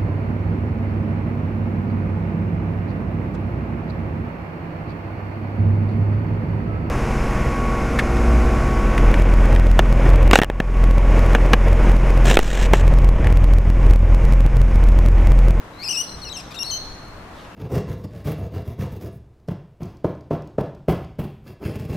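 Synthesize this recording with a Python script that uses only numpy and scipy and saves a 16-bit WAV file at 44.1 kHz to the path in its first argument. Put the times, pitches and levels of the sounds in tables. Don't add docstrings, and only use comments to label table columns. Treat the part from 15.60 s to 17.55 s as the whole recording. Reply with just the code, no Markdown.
import sys
import numpy as np
from scipy import signal
from scipy.fft import rfft, irfft, next_fast_len
from scipy.io import wavfile
from scipy.ndimage import map_coordinates

SR = 44100
rng = np.random.default_rng(int(sys.argv[2]) if len(sys.argv) > 2 else 0)


def convert_level_to_amplitude(level_db):
    exponent = np.asarray(level_db, float) / 20
    return 10 ** exponent


def materialize(psi):
    bounded = np.clip(np.atleast_2d(psi).T, -1, 1)
    quanta = np.round(bounded * 32767).astype(np.int16)
    wavfile.write(sys.argv[1], SR, quanta)


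N = 85995
TIME = np.arange(N) / SR
LEFT_RIGHT = np.array([[.5], [-.5]])

# start_s, pitch_hz, level_db
RISE_NOTE = [(.13, 1960, -57), (.16, 1980, -61), (.176, 1980, -60), (0.197, 2140, -44.5), (.218, 2170, -38),
             (0.235, 2450, -35), (0.241, 2600, -35)]
BREAK_NOTE = [(0.241, 2663, -31.5), (0.256, 2658, -31.5), (0.258, 2525, -31.5), (0.271, 2560, -32.5)]
STUTTER_NOTE = [(0.271, 2560, -34.5), (0.279, 2470, -30), (0.288, 2500, -26.5)]
YELP_NOTES = [
    [(.287, 2747, -26), (.296, 2935, -27), (.304, 3080, -27)],
    [(.304, 2766, -25), (.316, 2880, -24), (.328, 3093, -27.5)],
]
SQUEAL_NOTE = [(0.327, 2790, -16), (0.328, 2600, -26), (0.334, 2793, -27.5), (0.342, 2613, -26.5),
               (0.361, 2586, -29), (0.374, 2833, -24), (0.398, 2874, -24), (0.415, 2978, -24),
               (0.426, 3120, -37)]
SLIDE_NOTE = [(.645, 2590, -52), (.648, 2970, -43), (.668, 2793, -41), (.69, 2546, -38.5),
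              (.696, 3300, -43)]
FALL_NOTE = [(0.729, 3290, -41.5), (0.74, 3164, -40), (0.753, 3150, -37.5), (0.768, 2770, -36)]
SCREECH_NOTE = [(.766, 2820, -35), (0.777, 2655, -38.5), (.792, 2837, -40), (0.797, 2830, -41),
                (0.802, 2440, -42.5), (.815, 2540, -43)]
BARK_NOTE = [(.988, 2840, -41), (.992, 2707, -30), (1.0, 2810, -32.5), (1.012, 2803, -27.5),
             (1.024, 2725, -27.5), (1.03, 2770, -26), (1.034, 3210, -23)]
LAST_NOTE = [(1.109, 3315, -30), (1.113, 3180, -30), (1.117, 3060, -29), (1.138, 3062, -28.5),
             (1.15, 3072, -30.5), (1.18, 3098, -37.5)]
# start_s, pitch_hz, level_db
CROAK_NOTES = [
    [(.908, 1222, -48), (.915, 1216, -49.5), (.928, 1214, -43.5)],
    [(.943, 1373, -42), (.952, 1388, -46.5), (.959, 1320, -43.5), (.965, 1500, -42)],
]
# start_s, pitch_hz, level_db
HIGH_NOTES = [
    [(.617, 4370, -37), (.624, 4320, -41.5), (.636, 4224, -36.5), (.645, 3970, -34.5)],
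    [(.696, 3750, -36), (.712, 3990, -39.5), (.726, 3930, -34.5), (.731, 3500, -34)],
    [(.965, 3740, -38), (.983, 3775, -35.5), (.991, 3550, -32.5)],
]
WHINE_NOTE = [(1.033, 4050, -40), (1.04, 4206, -38), (1.048, 3914, -35), (1.054, 4393, -38),
              (1.071, 4322, -34), (1.084, 4338, -32.5), (1.092, 4360, -37), (1.101, 4383, -29),
              (1.11, 4090, -28)]
# start_s, pitch_hz, level_db
PEEP_NOTES = [
    [(.345, 4000, -47), (.353, 3950, -46), (.362, 3500, -46), (.37, 3900, -50)],
    [(.43, 4150, -51), (.44, 4270, -47), (.449, 4100, -51)],
    [(.47, 4110, -47), (.484, 4200, -41), (.488, 4200, -47), (.496, 4220, -36), (.506, 4100, -49)],
    [(.517, 4150, -48), (.525, 4130, -37), (.535, 4100, -52), (.547, 4170, -37), (.558, 4200, -50)],
    [(.648, 4500, -50), (.66, 4420, -48), (.668, 4350, -41), (.695, 4150, -43)],
]
# start_s, length_s, pitch_hz, level_db
FAR_CHIRPS = [
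    (1.78, .04, 3200, -58),
    (1.84, .04, 2750, -59),
    (1.91, .04, 2800, -59),
]

HIGH_COLOUR = [0, -16, -34]
CROAK_COLOUR = [-6, -2, -2, -5, -18, -18]
HARSH_COLOUR = [-7, 0, -11, -17.5, -45]
SOFT_COLOUR = [-6, 0, -26, -30, -49]
FAINT_COLOUR = [-8, 0, -24, -32, -50]
REEDY_COLOUR = [-9, 0, -33, -23, -45]
NASAL_COLOUR = [-10, 0, -30, -17, -38]
DULL_COLOUR = [-10.5, 0.5, -17.5, -20.5, -50]
SHRILL_COLOUR = [-7.5, -0.5, -13.5, -26, -44]
# frequency_hz, level_db (per Hz)
BREATH_SPECTRUM = [(2000, -22), (3700, -8), (5600, -1), (7100, -16), (8500, -4), (9800, -14), (11500, 1),
                   (15500, -16)]
# frequency_hz, left_over_right_db
NEAR_DIRECTION = [(2800, 10.5), (4200, 9), (5600, 7), (8500, 9), (12000, 3.5)]

# delay_s, left_db, right_db
WALL_ECHOES = [
    (.019, -18, -30),
    (.034, -8, -12),
    (.115, -19, -22),
]
# frequency_hz, decay_s
YARD_DECAY = [(2000, .75), (3100, .75), (4400, 1.1), (6000, .9), (9000, .7), (15000, .4)]
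# frequency_hz, level_db
YARD_TONE = [(2000, -6), (3000, -4), (4300, 4), (5600, -6), (6200, -3), (9000, -1), (14000, -1)]

# start_s, length_s, level_db
RUSTLES = [
    (.18, .12, -55),
    (.3, .3, -52),
    (.55, .11, -50),
    (.74, .1, -48),
    (.82, .1, -55),
    (.88, .12, -49),
    (.98, .55, -54),
    (1.67, .26, -54),
]
# frequency_hz, level_db (per Hz)
LEAF_SPECTRUM = [(1500, -27), (3500, 9), (6000, -6), (10500, -12), (15500, -26)]
# start_s, level_db
TWIG_TICKS = [
    (.606, -58),
    (.645, -54),
    (.907, -53),
    (1.482, -55),
]
# frequency_hz, level_db (per Hz)
TWIG_SPECTRUM = [(2000, -20), (9000, 0), (15500, -6)]

# time_s, level_db
WIND_LEVEL = [(0, -51), (.1, -47.5), (.2, -46.5), (.44, -60), (.56, -36), (.66, -43), (.75, -45.5),
              (1.001, -51.5), (1.3, -38.5), (1.6, -43), (1.75, -47), (1.95, -49.5)]
# frequency_hz, level_db (per Hz)
WIND_SPECTRUM = [(15, -2.5), (50, 3), (100, -6.5), (200, -16)]

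# frequency_hz, level_db (per Hz)
TRAFFIC_SPECTRUM = [(50, -24), (85, -5), (226, -8), (307, -8.5), (399, -10), (1160, -11), (4190, -29),
                    (15500, -45)]
# frequency_hz, likeness (1 = the same)
TRAFFIC_LIKENESS = [(60, 1), (240, 0.98), (950, 0.56), (3770, 0.022), (15000, 0.047)]
# frequency_hz, left_over_right_db
TRAFFIC_BALANCE = [(60, 1), (380, 1), (2380, 3), (15000, -4.5)]
# pitch_hz, level_db
HUM_LINES = [(175, -55.5), (300, -55)]

CLEAR_RASP_DB, PEEP_RASP_DB, WHINE_RASP_DB, ROUGH_RASP_DB = -22, -17, -10, -7
HOARSE_DB = 14


def unit(x):
    return x / np.sqrt(np.mean(x ** 2) + 1e-20)


def along(points, hz):
    f, v = np.transpose(points)
    return np.interp(np.log(hz + 1), np.log(f + 1), v)


def wobble(rate, size=N):
    targets = rng.standard_normal(int(size * rate / SR) + 4)
    return map_coordinates(targets, [np.arange(size) * rate / SR])


def filtered(x, response):
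    m = next_fast_len(N + SR // 2)
    hz = np.fft.rfftfreq(m, 1 / SR)
    return irfft(rfft(x, m) * response(hz), m)[..., :N]


def rush(spectrum, alike):
    def shares(hz):
        angle = np.arccos(np.clip(along(alike, hz), -1, 1)) / 2
        return convert_level_to_amplitude(along(spectrum, hz)) * [np.cos(angle), np.sin(angle)]

    mid, side = filtered(rng.standard_normal((2, N)), shares)
    return unit(np.array([mid + side, mid - side]))


def add(voice, rows, harmonics_db, rasp_db, flutter=0, breath_db=0):
    s, hz, db = np.transpose(rows)
    a, b = round(s[0] * SR), round(s[-1] * SR)
    t, size = TIME[a:b], b - a

    flutter_hz = 175
    beat_rate = flutter_hz * (1 + 0.18 * wobble(40.4, size))
    beat = flutter * np.sin(2 * np.pi * np.cumsum(beat_rate) / SR)
    bend = .035 * np.roll(beat, SR // flutter_hz // 4)
    swing = 1 + .75 * beat

    jitter = (.002 + .025 * convert_level_to_amplitude(rasp_db)) * wobble(306.6, size)
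    pitch = np.interp(t, s, hz) * (1 + bend + jitter)
    turn = 2 * np.pi * np.cumsum(pitch) / SR

    tone = 0
    strongest = np.argmax(harmonics_db)
    for k, harmonic_db in enumerate(harmonics_db, 1):
        blur = .32 * max(k - 1 - strongest, 0) ** 2 * wobble(396, size)
        rasp = 1 + convert_level_to_amplitude(rasp_db + 3 * max(k - 2, 0)) * wobble(689.0, size)
        tone = tone + convert_level_to_amplitude(harmonic_db) * np.sin(k * turn + blur) * rasp

    edge_s, shimmer_db = .0015, 1
    edges = np.clip(np.minimum(t - t[0], t[-1] - t) / edge_s, 0, 1)
    level = edges * convert_level_to_amplitude(np.interp(t, s, db) + shimmer_db * wobble(118.0, size))
    voice[0, a:b] += np.sqrt(2) * level * swing * tone
    voice[1, a:b] += level * convert_level_to_amplitude(breath_db) * swing


def near_bat():
    near = np.zeros((2, N))
    catch_db = HOARSE_DB / 2
    add(near, RISE_NOTE, FAINT_COLOUR, PEEP_RASP_DB, flutter=0.6, breath_db=catch_db)
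    add(near, STUTTER_NOTE, DULL_COLOUR, PEEP_RASP_DB, flutter=0.54, breath_db=catch_db)
    add(near, SQUEAL_NOTE, SHRILL_COLOUR, CLEAR_RASP_DB, breath_db=2)
    add(near, WHINE_NOTE, HIGH_COLOUR, WHINE_RASP_DB)
    for note in CROAK_NOTES:
        add(near, note, CROAK_COLOUR, ROUGH_RASP_DB, breath_db=HOARSE_DB)
    add(near, SCREECH_NOTE, HARSH_COLOUR, ROUGH_RASP_DB, breath_db=catch_db)
    clear_notes = [
        (SHRILL_COLOUR, YELP_NOTES),
        (SOFT_COLOUR, [SLIDE_NOTE, FALL_NOTE]),
        (REEDY_COLOUR, [LAST_NOTE]),
        (NASAL_COLOUR, [BARK_NOTE]),
        (HIGH_COLOUR, HIGH_NOTES),
        (DULL_COLOUR, [BREAK_NOTE]),
    ]
    for colour, notes in clear_notes:
        for note in notes:
            add(near, note, colour, CLEAR_RASP_DB)
    return near


def second_bat():
    other = np.zeros((2, N))
    for note in PEEP_NOTES:
        add(other, note, HIGH_COLOUR, PEEP_RASP_DB)
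    return other


def far_bats():
    far, sag = np.zeros((2, N)), .04
    for s, length, hz, db in FAR_CHIRPS:
        end = min(s + length, TIME[-1])
        add(far, [(s, hz * (1 + sag), db), (end, hz * (1 - sag), db)], HIGH_COLOUR, rasp_db=-0.5)
    return far


def bats():
    near, other, far = near_bat(), second_bat(), far_bats()
    breath = convert_level_to_amplitude(-22) * rush(BREATH_SPECTRUM, [(6000, 1.0), (12000, 0.15)])
    voice = near[0] + near[1] * breath
    placed = filtered(voice, lambda hz: convert_level_to_amplitude(along(NEAR_DIRECTION, hz) * LEFT_RIGHT))
    peeps = other[0] * convert_level_to_amplitude(7 * LEFT_RIGHT)
    send = voice[0] + other[0] * convert_level_to_amplitude(-12)
    return placed + peeps + far[0], send


def yard(x):
    hz, t, z = signal.stft(rng.standard_normal((2, 3 * SR // 2)), SR, nperseg=256)
    decay = convert_level_to_amplitude(-60 * t / along(YARD_DECAY, hz)[:, None])
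    build_up = np.clip(t / 0.025, 0, 1) ** 2
    tail = signal.istft(z * decay * build_up, SR, nperseg=256)[1]
    tail *= convert_level_to_amplitude([-7.5, -7])[:, None] / np.linalg.norm(tail[0])

    x = filtered(x, lambda hz: convert_level_to_amplitude(along(YARD_TONE, hz)))
    slaps = np.zeros((2, N))
    for delay_s, *db in WALL_ECHOES:
        slaps += convert_level_to_amplitude(db)[:, None] * np.pad(x, (round(delay_s * SR), 0))[:N]

    sway = .9
    stirred = x[None] * (1 + sway * wobble(150)) / np.hypot(1, sway)
    return slaps + signal.fftconvolve(stirred, tail, axes=1)[:, :N]


def foliage():
    swell, snap = np.zeros((2, N))
    for s, length, db in RUSTLES:
        swell += convert_level_to_amplitude(db) * np.sin(np.pi * np.clip((TIME - s) / length, 0, 1)) ** 2
    for s, db in TWIG_TICKS:
        fade_db = 60 * np.abs(TIME - s) / .03
        snap += convert_level_to_amplitude(db - fade_db) * (TIME >= s)
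    leaves = swell * convert_level_to_amplitude(1.8 * wobble(160)) * rush(LEAF_SPECTRUM, [(3000, 1.0)])
    return leaves + snap * rush(TWIG_SPECTRUM, [(3000, 0.93)])


def wind():
    s, db = np.transpose(WIND_LEVEL)
    level = np.interp(TIME, s, db) + 3.0 * wobble(16) + 1.7 * wobble(5.6) * LEFT_RIGHT
    return convert_level_to_amplitude(level) * rush(WIND_SPECTRUM + [(400, -120)], [(30, .96)])


def traffic():
    roar = rush(TRAFFIC_SPECTRUM + [(15900, -120)], TRAFFIC_LIKENESS)
    roar = filtered(roar, lambda hz: convert_level_to_amplitude(along(TRAFFIC_BALANCE, hz) * LEFT_RIGHT))
    hum = np.zeros(N)
    for hz, db in HUM_LINES:
        level = np.sqrt(2) * convert_level_to_amplitude(db + 1.3 * wobble(3.9))
        hum += level * np.sin(2 * np.pi * hz * TIME + 0.23 * wobble(6.9))
    return convert_level_to_amplitude(-40.5 + 0.067 * wobble(3.2)) * roar + hum


def scene():
    direct, send = bats()
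    return direct + yard(send) + foliage() + wind() + traffic()


def band_limit(x):
    return signal.sosfilt(signal.butter(12, 15610, fs=SR, output="sos"), x)


def record(dry):
    return band_limit(dry)


dry = scene()
out = record(dry)
materialize(out)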